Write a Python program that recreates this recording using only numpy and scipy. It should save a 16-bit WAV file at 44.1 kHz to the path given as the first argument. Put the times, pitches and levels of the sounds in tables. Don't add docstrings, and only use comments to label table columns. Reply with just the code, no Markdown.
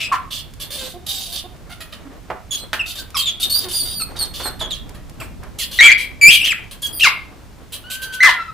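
import sys
import numpy as np
from scipy import signal
from scipy.fft import rfft, irfft, next_fast_len
from scipy.io import wavfile

SR = 44100
rng = np.random.default_rng(int(sys.argv[2]) if len(sys.argv) > 2 else 0)


def inscribe(sig):
    pcm = np.round(np.clip(np.atleast_2d(sig).T, -1, 1) * 32767)
    wavfile.write(sys.argv[1], SR, pcm.astype(np.int16))


N = 376173

ROUGHNESS = {"clear": .1, "husky": .3, "hoarse": .45, "harsh": .62}
# (time [s], length [s], first pitch [Hz], last pitch [Hz], fundamental's peak level [dB],
# second partial above the first [dB], fall per further partial [dB], voice)
CHIRPS = [(0, 0.082, 2620, 2562, -27.5, -12, 4, "harsh"), (0.116, 0.031, 1182, 971, -14, -40, 16, "hoarse"),
          (0.702, 0.066, 514, 604, -44, -8, -2, "husky"), (.775, 0.11, 531, 513, -40.5, -13.5, -5, "husky"),
          (0.939, 0.038, 344, 365, -41, 2, 17, "clear"), (1.067, 0.17, 796, 755, -50, -9, 4, "hoarse"),
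          (1.274, 0.1, 673, 722, -48, -21, 7, "hoarse"), (1.439, 0.028, 350, 369, -43.5, 3, 8, "clear"),
          (1.703, 0.036, 686, 720, -49, 4, -0.5, "husky"), (1.805, 0.025, 631, 628, -52.5, 7, -3, "husky"),
          (1.927, 0.014, 609, 630, -47.5, 1.5, -2.5, "husky"),
          (2.051, 0.032, 277, 272, -38.5, -20, -2.5, "clear"),
          (2.508, 0.053, 3454, 3310, -26.5, -1.5, 7.5, "husky"),
          (2.584, 0.059, 3980, 4180, -38.5, -5.5, 19, "husky"),
          (2.793, 0.029, 2860, 2550, -17.5, -25.5, 2, "husky"),
          (2.985, 0.038, 1585, 1526, -40, -16, 4, "clear"),
          (3.144, 0.029, 1312, 1036, -25, -10, 1.5, "husky"),
          (3.148, 0.099, 5580, 3550, -25, -13, 19, "harsh"),
          (3.166, 0.055, 3320, 3100, -21.5, -25, 0, "hoarse"),
          (3.257, 0.047, 3730, 3310, -19.5, -9.5, 24, "hoarse"),
          (3.427, 0.039, 3720, 3680, -18, -25, 7, "harsh"),
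          (3.637, 0.054, 397, 342.4, -36, -10, -1, "husky"),
          (3.999, 0.028, 1385, 1252, -34, -1, 2.5, "hoarse"),
          (4.189, 0.053, 4610, 4250, -23.5, -3.5, 8, "hoarse"),
          (4.433, 0.058, 4420, 4130, -29, -4.5, 4, "hoarse"),
          (5.201, 0.032, 1412, 1044, -41.5, 5, 19, "harsh"),
          (5.592, 0.042, 2320, 1810, -37, -13, 2, "husky"),
          (5.788, 0.023, 2002, 1828, -8.5, -5, 13.5, "husky"),
          (5.825, 0.049, 3215, 3355, -9, -29, 7, "harsh"),
          (6.829, 0.041, 1686, 1625, -45, 22.5, 31, "clear"),
          (6.927, 0.068, 4900, 4720, -39, 8.5, 4, "hoarse"),
          (7.007, 0.018, 2450, 3220, -15, -17, 29, "clear"),
          (7.036, 0.042, 1924, 940, -16.5, -1, 3, "harsh"),
          (7.839, 0.057, 1425, 1520, -43.5, -1, 12.5, "clear"),
          (8.246, 0.054, 1399, 934, -16.5, -2.5, 2.5, "harsh")]
# (voice, clean start [s], second partial above the first [dB], fall per further partial [dB],
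# contour of (time [s], pitch [Hz], fundamental's level [dB]))
SQUEALS = [ ("husky", 0, -6.5, 1.4, [(3.497, 4400, -25.5), (3.528, 4520, -18), (3.538, 4330, -22),
           (3.55, 4630, -15.5), (3.586, 4630, -22), (3.596, 5040, -19)]),
           ("husky", 0, -2.5, 5.8, [(3.735, 4620, -26), (3.76, 4870, -21), (3.79, 4760, -24),
           (3.82, 4510, -23), (3.85, 4690, -31), (3.895, 4660, -33), (3.93, 4830, -33),
           (3.965, 4680, -33.5), (4.01, 4370, -25.5), (4.04, 4280, -27)]),
           ("harsh", 0, -14.5, 6.9, [(4.599, 4060, -37), (4.615, 3450, -24.5), (4.665, 3350, -30.5)]),
           ("harsh", 0, -13, 7.1, [(4.703, 4200, -35), (4.72, 3500, -22), (4.745, 3250, -30)]),
           ("hoarse", 0, -19, 9, [(5.808, 2147, -1), (5.83, 2315, -6), (5.87, 2372, -1.5),
           (5.897, 2083, -8.5), (5.93, 2330, -5.5)]), ("hoarse", .09, -14, 1, [(6.212, 2393, -15),
           (6.23, 2300, -6), (6.278, 2355, 2.5), (6.3, 2770, -7), (6.312, 3260, -12), (6.35, 3330, -14),
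           (6.385, 2932, -25), (6.41, 2780, -21), (6.427, 2572, -18), (6.446, 2920, -18.5),
           (6.462, 3250, -20), (6.482, 3130, -18), (6.502, 2850, -22), (6.52, 2375, -13),
           (6.527, 1970, -20.5), (6.535, 990, -30)]), ("hoarse", .012, -17, 13, [(7.022, 2838, -9.5),
           (7.04, 2730, -10), (7.067, 2045, -14.5), (7.086, 2180, -10)]),
           ("clear", 0, -18.5, 3.2, [(7.898, 1515, -38), (8.04, 1560, -30.5), (8.2, 1508, -31),
           (8.36, 1423, -32.5), (8.42, 1323, -23), (8.47, 1343, -35.5), (8.51, 1255, -32)]),
           ("hoarse", 0.029, -20, 6.8, [(8.204, 1900, -10), (8.212, 2112, -11.5), (8.232, 2012, -6),
           (8.26, 2060, -7), (8.29, 1684, -8)])]
def voices():
    tear_s, clean_share, torn_loss_db, top_fall_db = .01, .6, 6, 4
    out = np.zeros(N)
    flutter = wobble(250)
    quaver = wobble(152) + 0.605 * wobble(26.6)
    waver_db = 5 * wobble(30)
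    chirps = [(voice, 0, second, fall, chirp_contour(*shape)) for *shape, second, fall, voice in CHIRPS]
    for voice, clean_s, second_above_db, fall_db, contour in chirps + SQUEALS:
        start, end = contour[0][0], contour[-1][0]
        t = np.arange(round((end - start) * SR)) / SR
        at = (start * SR + np.arange(len(t))).astype(int) % N
        torn = np.clip(1 + (t - clean_s) / tear_s, 0, 1)
        rough = ROUGHNESS[voice] * np.clip(t / .08, .6, 1) * np.maximum(torn, clean_share)
        pitch, first_db = curve(contour, t + start)
        second_db = first_db + second_above_db - torn_loss_db * (torn - torn[0])
        phase = 2 * np.pi * np.cumsum(pitch * (1 + .042 * rough * quaver[at])) / SR
        call = from_db(first_db) * np.sin(phase)
        for k in range(2, 9):
            partial_db = second_db - fall_db * (k - 2) - top_fall_db * max(k - 3, 0)
            gain = from_db(partial_db + np.sqrt(rough) * waver_db[at - 3000 * k])
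            jitter = .7 * k * rough * flutter[at - 50 * k]
            call += gain * np.sin(k * phase + jitter) * (k * pitch < .42 * SR)
        shimmer = np.sqrt(1 - rough ** 2) + rough * flutter[at]
        add(out, np.sqrt(2) * call * shimmer * edges(t, rise_s=0.0012, fall_s=0.0028), start)
    return out


def chirp_contour(start, length, first_hz, last_hz, peak_db):
    progress, loudest_at = np.linspace(0, 1, num=9), 0.72
    pitch = last_hz + (first_hz - last_hz) * (1 - progress) ** 1.2
    level_db = peak_db - (2 * (progress - loudest_at)) ** 2
    return np.transpose([start + length * progress, pitch, level_db])


# (time [s], hold [s], mouth resonance [Hz], level [dB], hiss relative to mouth [dB])
RASPS = [(0, 0.029, 2820, -17.5, -42), (0.119, 0.019, 1370, -17.5, -32), (0.305, 0.085, 3520, -25.5, -8.5),
         (0.597, 0.031, 3490, -25, -5), (0.702, 0.22, 3600, -29.5, -1.5), (1.063, 0.25, 3770, -24, -4),
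         (1.318, 0.075, 3630, -26, -7.5), (1.693, 0.033, 3650, -40.5, -3.5), (1.802, 0.013, 3360, -34.5, 0),
         (1.922, 0.013, 3000, -33, -9), (2.516, 0.055, 3420, -24.5, -5), (2.858, 0.057, 3660, -29, -3.5),
         (2.952, 0.049, 3670, -28, -5.5), (3.165, 0.035, 3240, -18.5, -2), (3.26, 0.033, 3160, -25, -22),
         (3.397, 0.048, 3570, -24, -3), (3.495, 0.15, 3710, -25.5, -4.5), (3.683, 0.15, 3630, -27, 0),
         (3.851, 0.088, 3750, -30, -18), (4.159, 0.099, 3760, -31, -11), (4.336, 0.15, 3540, -30, -5),
         (4.591, 0.032, 3540, -32.5, -8), (4.705, 0.045, 3320, -31.5, -11), (4.944, 0.0089, 3330, -51, 5),
         (5.198, 0.03, 2620, -39.5, 3.5), (5.584, 0.053, 3350, -24, -0.5), (5.711, 0.061, 3450, -27, -5),
         (5.8, 0.12, 2210, -13.5, -29.5), (5.977, 0.053, 3250, -26, -5), (6.306, 0.051, 2950, -12.5, -5.5),
         (6.443, 0.032, 2630, -17.5, -12.5), (6.709, 0.0053, 3200, -31, -2.5),
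         (6.818, 0.053, 3130, -37, 10.5), (6.992, 0.026, 3160, -21.5, -6),
         (7.027, 0.041, 3960, -16.5, -11.5), (7.72, 0.022, 3200, -26.5, -2.5),
         (7.898, 0.053, 3100, -29.5, -1), (8.016, 0.028, 3280, -32.5, 1.5), (8.122, 0.03, 3200, -30, -3),
         (8.227, 0.011, 1650, -2, -48), (8.234, 0.076, 3300, -18, -25)]
def rasps():
    slap_hz = 580
    out = np.zeros(N)
    tension_db = wobble(4)
    slaps = pulses(slap_hz * from_db(tension_db + 1.5 * wobble(400))) * from_db(rng.standard_normal(N))
    puffs = passed(slaps, 480, "low", order=1)
    air = 0.4 * rms_one(slaps) + rms_one(rng.standard_normal(N) * (puffs + 0.8 * puffs.mean()))
    hiss = teeth_hiss(slaps)
    beats = pulses(slap_hz * from_db(tension_db + 0.54 * wobble(150)))
    grunt = from_db(-44.5) * rms_one(passed(beats, [450, 2200], "band"))
    waver = from_db(1.5 * wobble(25))
    sides_db = -9 + 2.5 * np.array([wobble(12), wobble(12)])
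    shifts = rng.uniform(.95, 1.05, len(RASPS))
    for shift, (start, held, hz, level_db, hiss_db) in zip(shifts, RASPS):
        length = held + 0.13
        first, size = round(start * SR), round(length * SR)
        t, span = np.arange(size) / SR, slice(first, first + size)
        breath = air[span]
        opening, closing = resonance(breath, 0.99 * hz, 170), resonance(breath, shift * hz, 260)
        formant = opening + (closing - opening) * t / length
        sides = sum(from_db(side_db[span]) * resonance(breath, ratio * hz, width_hz=300)
                    for side_db, ratio in zip(sides_db, (.87, 1.2)))
        mouth = rms_one(passed(formant + sides, 0.8 * hz, "high", order=3))
        effort = from_db(level_db + rasp_effort_db(t, held)) * waver[span]
        chest = grunt[span] * decay(t, t60_s=.5)
        rasp = effort * (mouth + from_db(hiss_db) * hiss[span]) + chest
        add(out, rasp * edges(t, rise_s=0.0046, fall_s=0.11), start)
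    return out


def teeth_hiss(slaps):
    jet = rng.standard_normal(N) + .5 * rms_one(slaps)
    treble = passed(jet, 4300, "high") + .7 * passed(jet, [7000, 14000], "band")
    hiss = rms_one(treble + .7 * resonance(jet, 4700, width_hz=1800))
    hollows_hz = np.geomspace(2900, 15000, num=11)
    return rms_one(sum((-1) ** k * resonance(hiss, hz, hz / 7) * from_db(2.5 * wobble(9))
                       for k, hz in enumerate(hollows_hz)))


def rasp_effort_db(t, held):
    swell_db, swell_s, sag_db_per_s, release_db_per_s = 5, 0.041, 51.5, 401
    onset_db = swell_db * (np.clip(t / swell_s, 0, 1) - 1)
    return onset_db - sag_db_per_s * t - release_db_per_s * np.maximum(t - held, 0)


# (time [s], level [dB], board resonance [Hz], relative crack level [dB])
KNOCKS = [(2.301, -18, 660, -32), (2.731, -13, 1460, -16.5)]
def knocks():
    out, t = np.zeros(N), np.arange(SR // 4) / SR
    for start, level_db, hz, crack_db in KNOCKS:
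        board = rms_one(resonance(grains(len(t), spread_db=10.4), hz, width_hz=hz))
        rattle = passed(board, 3 * hz, "low") * decay(t, t60_s=0.11)
        crack = passed(rng.standard_normal(len(t)), 1500, "high") * decay(t, t60_s=0.18)
        add(out, from_db(level_db) * (rattle + from_db(crack_db) * crack), start)
    return out


# (time [s], relative level [dB])
SCUFFS = [(3.45, -52), (3.559, -42), (3.739, -44.5), (4.155, -42), (4.205, -37), (4.399, -32.5),
          (4.455, -30.5), (4.609, -31), (5.21, -41.5), (5.43, -41)]
def scuffs():
    out, t = np.zeros(N), np.arange(SR // 8) / SR
    for start, level_db in SCUFFS:
        grit = rms_one(passed(grains(len(t), spread_db=4), [350, 1600], "band"))
        scrape = grit * decay(t, t60_s=0.2) * edges(t, rise_s=0.00064, fall_s=0.0084)
        add(out, from_db(level_db + 4.5) * scrape, start)
    return out


# (time [s], relative level [dB])
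GRAVEL_TICKS = [(.537, -23), (2.668, -34), (3.1043, -22.5), (4.893, -21.5), (5.096, -24), (5.435, -24),
                (7.1897, -47)]
def gravel():
    t, ticks_per_s = np.arange(SR // 8) / SR, 9
    strikes = rng.random(N) < ticks_per_s / SR
    ticks = strikes * from_db(-46 + 4 * np.minimum(rng.exponential(1, N), 3))
    crunch = from_db(-12) * rng.standard_normal(len(t)) * decay(t, t60_s=.03)
    for start, level_db in GRAVEL_TICKS:
        ticks[round(start * SR)] = from_db(level_db)
    return passed(signal.fftconvolve(ticks, crunch)[:N], [1500, 12000], "band")


def port_scatter(x):
    t = np.arange(SR // 8) / SR
    scatter = passed(rng.standard_normal(len(t)), 3500, "high") * decay(t, t60_s=.15)
    side = from_db(-5.5) * signal.fftconvolve(x, scatter / np.sqrt(np.sum(scatter ** 2)))[:N]
    return x + side * [[1], [-1]]


def wall_echoes(x):
    split_hz, delay_s = 5140, .008
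    t = np.arange(SR * 3 // 4) / SR
    noise = rng.standard_normal((2, len(t)))
    noise = 0.65 * noise[0] + 0.75 * noise
    low = passed(noise, split_hz, "low") * decay(t, t60_s=0.36)
    high = passed(noise, split_hz, "high") * decay(t, t60_s=0.34)
    echoes = (low + 0.69 * high) * np.clip((t - delay_s) / 0.0023, 0, 1)
    echoes /= np.sqrt(np.sum(low ** 2, axis=1, keepdims=True))
    return from_db(-8.5) * signal.fftconvolve(x[None], echoes, axes=1)[:, :N]


# (time [s], relative level [dB])
GUSTS = [(0.0, -44.5), (2.52, -46.5), (4.59, -39.5), (7.98, -47.5), (8.53, -46.5)]
def wind():
    gust_db, port_db = curve(GUSTS, np.arange(N) / SR)[0], [[4], [6]]
    noise = rng.standard_normal((3, N))
    pressure = passed(noise[1:] + 0.5 * noise[0], 33, "low", order=1)
    rumble = passed(passed(pressure, 35, "high"), 295, "low")
    lumps = from_db(1.4 * np.array([wobble(7.3), wobble(18)]))
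    return from_db(gust_db + port_db) * rms_one(rumble * lumps)


# (frequency [Hz], relative spectral density [dB])
AIR_SPECTRUM = [(100, -27.5), (250, 0), (1000, -7), (2500, -14.5), (6300, -20), (13000, -26.5)]
def yard_air():
    size = next_fast_len(N)
    hz = np.maximum(np.arange(size // 2 + 1) * SR / size, 1)
    band_hz, band_db = np.transpose(AIR_SPECTRUM)
    shape = from_db(np.interp(np.log(hz), np.log(band_hz), band_db))
    noise = irfft(rfft(rng.standard_normal((3, size))) * shape, size)[:, :N]
    air = from_db(-47) * rms_one(noise[0] + 0.94 * noise[1:])
    gust_db = curve(GUSTS, np.arange(N) / SR)[0]
    rustle_db = (gust_db - gust_db.mean()) / 2 + 4.1 * wobble(7.7)
    return air + passed(air, 1500, "low", order=1) * (from_db(rustle_db) - 1)


def from_db(db):
    return 10 ** (np.asarray(db) / 20)


def decay(t, t60_s):
    return from_db(-60 * t / t60_s)


def edges(t, rise_s, fall_s):
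    return np.clip(t / rise_s, 0, 1) * np.clip((t[-1] - t) / fall_s, 0, 1)


def rms_one(x):
    return x / np.sqrt(np.mean(x ** 2) + 1e-20)


def curve(rows, t):
    times, *columns = np.transpose(rows)
    return [np.interp(t, times, column) for column in columns]


def passed(x, hz, kind, order=2):
    return signal.sosfilt(signal.butter(order, hz, kind, fs=SR, output="sos"), x)


def resonance(x, hz, width_hz):
    r = np.exp(-np.pi * width_hz / SR)
    poles = [1, -2 * r * np.cos(2 * np.pi * hz / SR), r * r]
    return signal.lfilter(np.array([1, 0, -1]) * (1 - r * r) / 2, poles, x)


def wobble(hz):
    return rms_one(passed(rng.standard_normal(N + SR), hz, "low")[SR:])


def pulses(hz):
    return np.diff(np.floor(np.cumsum(hz / SR)), prepend=0)


def grains(size, spread_db):
    return rng.standard_normal(size) * from_db(spread_db * rng.standard_normal(size))


def add(out, x, start_s):
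    i = max(round(start_s * SR), 0)
    out[i:i + len(x)] += x[:N - i]


# (time [s], left minus right level [dB])
BALANCE = [(.05, 0.5), (.35, -3), (2.3, -3), (2.75, -2), (3.2, -0.5), (4.3, -2), (5.65, -1), (5.85, 3),
           (6.87, 0.5), (7.05, 1), (8.1, -1), (8.25, 1)]
def scene():
    troop = voices() + rasps() + knocks() + scuffs() + gravel()
    lean_db = curve(BALANCE, np.arange(N) / SR)[0] / 2
    placed = (port_scatter(troop) + wall_echoes(troop)) * from_db([lean_db, -lean_db])
    return placed + yard_air() + wind()


def record(dry):
    low_pass = signal.cheby2(20, 60, 15860, fs=SR, output="sos")
    return np.clip(signal.sosfilt(low_pass, np.clip(dry, -1, 1)), -1, 1)


dry = scene()
out = record(dry)
inscribe(out)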